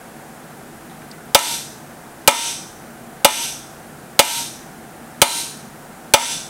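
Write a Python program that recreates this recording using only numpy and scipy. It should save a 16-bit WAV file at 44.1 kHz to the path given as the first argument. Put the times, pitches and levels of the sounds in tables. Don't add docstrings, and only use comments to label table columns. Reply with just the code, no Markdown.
import sys
import numpy as np
from scipy import signal
from scipy.fft import rfft, irfft
from scipy.io import wavfile
from scipy.ndimage import uniform_filter1d

SR = 44100
rng = np.random.default_rng(int(sys.argv[2]) if len(sys.argv) > 2 else 0)


def wrap_up_sound(samples):
    columns = np.atleast_2d(samples).T
    tamed = np.clip(columns, -1, 1)
    steps = np.round(tamed * 32767).astype(np.int16)
    wavfile.write(sys.argv[1], SR, steps)


N = 286209
WOOD_LAG_S = 0.0045


def from_db(db):
    return 10 ** (np.asarray(db) / 20)


def rms_one(x):
    return x / np.sqrt(np.mean(x ** 2) + 1e-20)


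def at_hz(points, hz):
    knots, values = np.transpose(points)
    return np.interp(np.log(np.maximum(hz, 1)), np.log(knots), values)


def coloured_noise(spectrum, size):
    hz = np.fft.rfftfreq(size, 1 / SR)
    white = rfft(rng.standard_normal(size))
    return rms_one(irfft(white * from_db(at_hz(spectrum, hz)), size))


def resonance(x, hz, width_hz):
    r = np.exp(-np.pi * width_hz / SR)
    b = np.array([1, 0, -1]) * (1 - r * r) / 2
    a = [1, -2 * r * np.cos(2 * np.pi * hz / SR), r * r]
    return signal.lfilter(b, a, x)


def peak(x, hz, width_hz, db):
    w, spread, half_gain = 2 * np.pi * hz / SR, np.pi * width_hz / SR, from_db(db / 2)
    b, a = ([1 + side, -2 * np.cos(w), 1 - side] for side in (spread * half_gain, spread / half_gain))
    return signal.lfilter(b, a, x)


def fade(t, t60):
    return (t >= 0) * np.exp(-np.log(1000) * np.maximum(t, 0) / t60)


def add(out, s, sound):
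    start = int(round(s * SR))
    out[start:start + len(sound)] += sound[:N - start]


# (frequency [Hz], relative level [dB])
AIR_COLOUR = [(15, -56), (25, -22), (64, -14), (96, -25), (133, -5.5), (227, -5), (305, -9.5), (331, -4.5),
              (359, -19), (399, -6.5), (567, -8.5), (722, -5.5), (2850, -35.5), (8810, -22.5), (15500, -29)]
# (frequency [Hz], width [Hz], rms level [dB])
FAN_RESONANCES = [(28, 6.2, -46), (64.4, 44, -56), (150, 22, -48), (232, 27, -47), (337.4, 19, -51),
                  (760, 55, -51.5), (1425, 560, -46.5)]


def fan():
    drone = np.zeros(N)
    for hz, width_hz, level_db in FAN_RESONANCES:
        drone += from_db(level_db) * rms_one(resonance(rng.standard_normal(N), hz, width_hz))
    air = from_db(-41.5) * coloured_noise(AIR_COLOUR, N)
    return air + drone


def tap(level_db, hz, width_hz, t60):
    t = np.arange(SR // 2) / SR
    burst = rng.standard_normal(len(t)) * fade(t, t60)
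    tick = resonance(burst, hz, width_hz)
    return from_db(level_db) * tick / np.abs(tick).max()


# (time [s], peak level [dB], ring frequency [Hz], width [Hz], t60 of the burst [s])
TOUCHES = [(0.895, -41, 3630, 500, .25), (1.019, -33, 1500, 400, .06), (1.135, -37, 2030, 150, .15)]
# (frequency [Hz], width [Hz], peak level [dB], t60 of the burst [s])
PUNCH_TICK = [(3700, 1400, -38, .1), (4850, 450, -30, .028), (8300, 370, -34, 0.02)]


def handling():
    out = np.zeros(N)
    for s, level_db, hz, width_hz, t60 in TOUCHES:
        add(out, s, tap(level_db, hz, width_hz, t60))
    tick = sum(tap(level_db, hz, width_hz, t60) for hz, width_hz, level_db, t60 in PUNCH_TICK)
    add(out, 1.113, tick)
    return out


def low_push(t, hz, t60):
    return np.sin(2 * np.pi * hz * t) * fade(t, t60)


def bench(t, level_db, low_hz, high_hz, t60, build_s):
    band = signal.butter(2, [low_hz, high_hz], "band", fs=SR, output="sos")
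    crowd = rms_one(signal.sosfilt(band, rng.standard_normal(len(t))))
    return from_db(level_db) * crowd * np.minimum(t / build_s, 1) * fade(t, t60)


# (frequency [Hz], relative level [dB], t60 [s])
PLATE_RINGS = [(249, -8.5, 0.22), (693, -1, 0.2), (868, 6.5, 0.2), (931, -1.5, 0.38), (970, 1, 0.24),
               (1236, -3, 0.18), (1313, -0.5, 0.22), (1360, -17, 0.47), (1552, -16, 0.47),
               (1825, -8.5, 0.27), (2060, -6, 0.27), (2160, -6, 0.26), (2360, -16, 0.28), (2412, -14, 0.29),
               (2780, -15.5, 0.45), (2950, -11, 0.29), (2925, -15, 0.3), (3500, -19, 0.52),
               (3584, -15, 0.37)]


def plate(t, level_db, push_s, blur, waver_per_s):
    knots = np.arange(40) / waver_per_s
    diffuse = blur * np.minimum(t * waver_per_s, 1)
    out = np.zeros(len(t))
    for k, (hz, db, t60) in enumerate(PLATE_RINGS):
        drift = rng.standard_normal(len(knots)) + 1j * rng.standard_normal(len(knots))
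        echoes = np.interp(t, knots, drift)
        swing = (1 + diffuse * echoes) / np.sqrt(1 + diffuse ** 2)
        tone = np.imag(swing * np.exp(2j * np.pi * hz * (t - push_s)))
        polarity = (-1) ** k
        out += from_db(db + level_db) * polarity * tone * fade(t - push_s, t60)
    return out


def rings(t, modes, level_db, vary_db):
    out = np.zeros(len(t))
    for (hz, db, t60), luck_db in zip(modes, rng.normal(0, vary_db, len(modes))):
        out += from_db(level_db + db + luck_db) * np.sin(2 * np.pi * hz * t) * fade(t, t60)
    return out


# (frequency [Hz], relative level [dB], t60 [s])
STEEL_RINGS = [(1530, 4.5, 0.038), (2220, -1.5, 0.15), (2410, 4, 0.14), (2788, -0.5, 0.12),
               (2910, -1, 0.16), (3270, -1, 0.11), (3592, 0, 0.2), (4180, 7.5, 0.033), (4864, 9, 0.029)]
# (frequency [Hz], relative level [dB], t60 [s])
WOOD_KNOCK = [(347, -7.5, 0.11), (560, 6.5, 0.048), (570, 9.5, 0.088), (837, 16.5, 0.021), (1293, 4, 0.056)]


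def knock(t):
    steel = rings(t, STEEL_RINGS, level_db=-1.0, vary_db=0.8)
    wood = rings(t - WOOD_LAG_S, WOOD_KNOCK, level_db=-1.0, vary_db=0.1)
    return steel + wood


def snap(t, level_db, hz, width_hz, t60):
    return from_db(level_db) * resonance(rng.standard_normal(len(t)), hz, width_hz) * fade(t, t60)


# (frequency [Hz], relative level [dB])
CRACK_COLOUR = [(40, -16), (130, -18.5), (300, -7), (450, -13), (800, -4.5), (1100, -20), (1400, -3),
                (1700, -8), (2300, -1.5), (2550, -6), (2900, -0.5), (4500, -7.5), (9000, -5.5),
                (10800, -9.5), (15500, -8.5)]


def shimmer(t, pitches, level_db, t60):
    sizes = rng.rayleigh(1, len(pitches)) * from_db(at_hz(CRACK_COLOUR, pitches))
    phases = np.exp(2j * np.pi * rng.random(len(pitches)))
    lines = np.zeros(len(t) // 2 + 1, complex)
    lines[(pitches * len(t) / SR).astype(int)] = sizes * phases
    return from_db(level_db) * rms_one(irfft(lines, len(t))) * fade(t, t60)


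# (frequency [Hz], t60 [s])
WORKSHOP_DECAY = [(100, 0.71), (600, 0.46), (1500, 0.45), (3000, 0.46), (6000, 0.66), (9000, 0.55),
                  (12000, 0.54), (16000, 0.4)]


def crack_in_room(t, near_db, near_t60, tail_db):
    hz = np.fft.rfftfreq(len(t), 1 / SR)
    diffuse = rfft(coloured_noise(CRACK_COLOUR, len(t)))
    centres = np.geomspace(100, 16000, 16)
    band = np.searchsorted(np.sqrt(centres[1:] * centres[:-1]), hz)
    tail = np.zeros(len(t))
    for k, centre_hz in enumerate(centres):
        tail += irfft(diffuse * (band == k), len(t)) * fade(t, at_hz(WORKSHOP_DECAY, centre_hz))
    near = coloured_noise(CRACK_COLOUR, len(t)) * fade(t, near_t60)
    return from_db(near_db) * near + from_db(tail_db) * tail


# (frequency [Hz], width [Hz], boost held upright [dB], boost fully tilted [dB])
PUNCH_MODES = [(3530, 220, 6, -2), (4070, 460, -1, 12), (4580, 210, 3.5, 8), (5960, 175, 9.5, 0.5),
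               (7000, 670, -5.5, 2.5), (7920, 660, 4.5, 3.5), (9470, 330, -7.5, 13)]


def punch(crack, tilt):
    for hz, width_hz, upright_db, tilted_db in PUNCH_MODES:
        crack = peak(crack, hz, width_hz, upright_db + tilt * (tilted_db - upright_db))
    return crack


def bounce(x, share, delay_s):
    steps = np.arange(len(x))
    again = np.interp(steps - delay_s * SR, steps, x, left=0)
    return (x + share * again) / np.sqrt(1 + share ** 2)


def contact(x, lobe_hz, lobe_db, notch_db, width_hz, above_db):
    notched = peak(x, lobe_hz - 880, width_hz, notch_db)
    shaped = peak(notched, lobe_hz, width_hz, lobe_db)
    corner_hz = lobe_hz + width_hz / 2
    below = signal.sosfilt(signal.butter(21, corner_hz, "low", fs=SR, output="sos"), shaped)
    above = signal.sosfilt(signal.butter(21, corner_hz, "high", fs=SR, output="sos"), shaped)
    return below + from_db(above_db) * above


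# (time [s], force on all but the low push [dB], low push level [dB],
# last treble lobe of the crack [Hz], tilt of the punch [0-1], share of the bounce [0-1])
BLOWS = [(1.3469, -1, -3, 11660, 0.4, 0.06), (2.2756, 2, -26, 10830, 0.2, 0.18),
         (3.2466, 1, -3, 11330, 0.23, 0.22), (4.1918, 0, -28, 11750, 0.53, 0.16),
         (5.2171, -3.5, -14, 12230, 0.98, 0.22), (6.1374, -0.5, -25, 10030, 0.05, 0)]
# (time [s], level [dB])
REBOUNDS = [(1.391, 9), (2.311, 9), (4.2258, 6)]


def hammering():
    t, out = np.arange(SR * 3 // 4) / SR, np.zeros(N)
    upper_modes = rng.uniform(2300, 12000, 520)
    for s, force_db, push_db, lobe_hz, tilt, share in BLOWS:
        crack = crack_in_room(t, near_db=15.5, near_t60=0.067, tail_db=-2.5)
        crack = crack + shimmer(t, upper_modes, level_db=-10.5, t60=0.58)
        struck = bounce(punch(crack, tilt), share, delay_s=0.0003365)
        steel = contact(struck, lobe_hz, lobe_db=4, notch_db=-3, width_hz=820, above_db=-7.5)
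        steel = steel + snap(t, level_db=21.0, hz=10640, width_hz=6300, t60=0.013)
        body = plate(t, level_db=-2.5, push_s=WOOD_LAG_S, blur=0.58, waver_per_s=24) + knock(t)
        body = body + bench(t, level_db=-3, low_hz=500, high_hz=1500, t60=0.25, build_s=0.0041)
        low = from_db(push_db) * low_push(t, hz=74, t60=0.036)
        add(out, s, from_db(force_db) * (steel + body) + low)
    for s, level_db in REBOUNDS:
        add(out, s, snap(t, level_db, hz=5500, width_hz=4000, t60=0.016))
    return out


def scene():
    return np.tile(fan() + handling() + hammering(), (2, 1))


def gain_control(x, threshold_db, release_db_per_s, attack_s, window_s):
    power = uniform_filter1d(x[0] ** 2, int(window_s * SR))
    over_db = np.maximum(10 * np.log10(np.maximum(power, 1e-12)) - threshold_db, 0)
    slope_db = release_db_per_s * np.arange(N) / SR
    held_db = np.maximum.accumulate(over_db + slope_db) - slope_db
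    r = np.exp(-1 / (attack_s * SR))
    reduction_db = signal.lfilter([1 - r], [1, -r], held_db)
    return x * from_db(-reduction_db)


def record(dry):
    ducked = gain_control(dry, threshold_db=-8.5, release_db_per_s=124.5, attack_s=0.011, window_s=0.013)
    clipped = np.clip(ducked, -1, 1)
    rumble_cut = signal.sosfilt(signal.butter(2, 80, "high", fs=SR, output="sos"), clipped)
    return signal.sosfilt(signal.ellip(10, .1, 70, 15750, fs=SR, output="sos"), rumble_cut)


dry = scene()
out = record(dry)
wrap_up_sound(out)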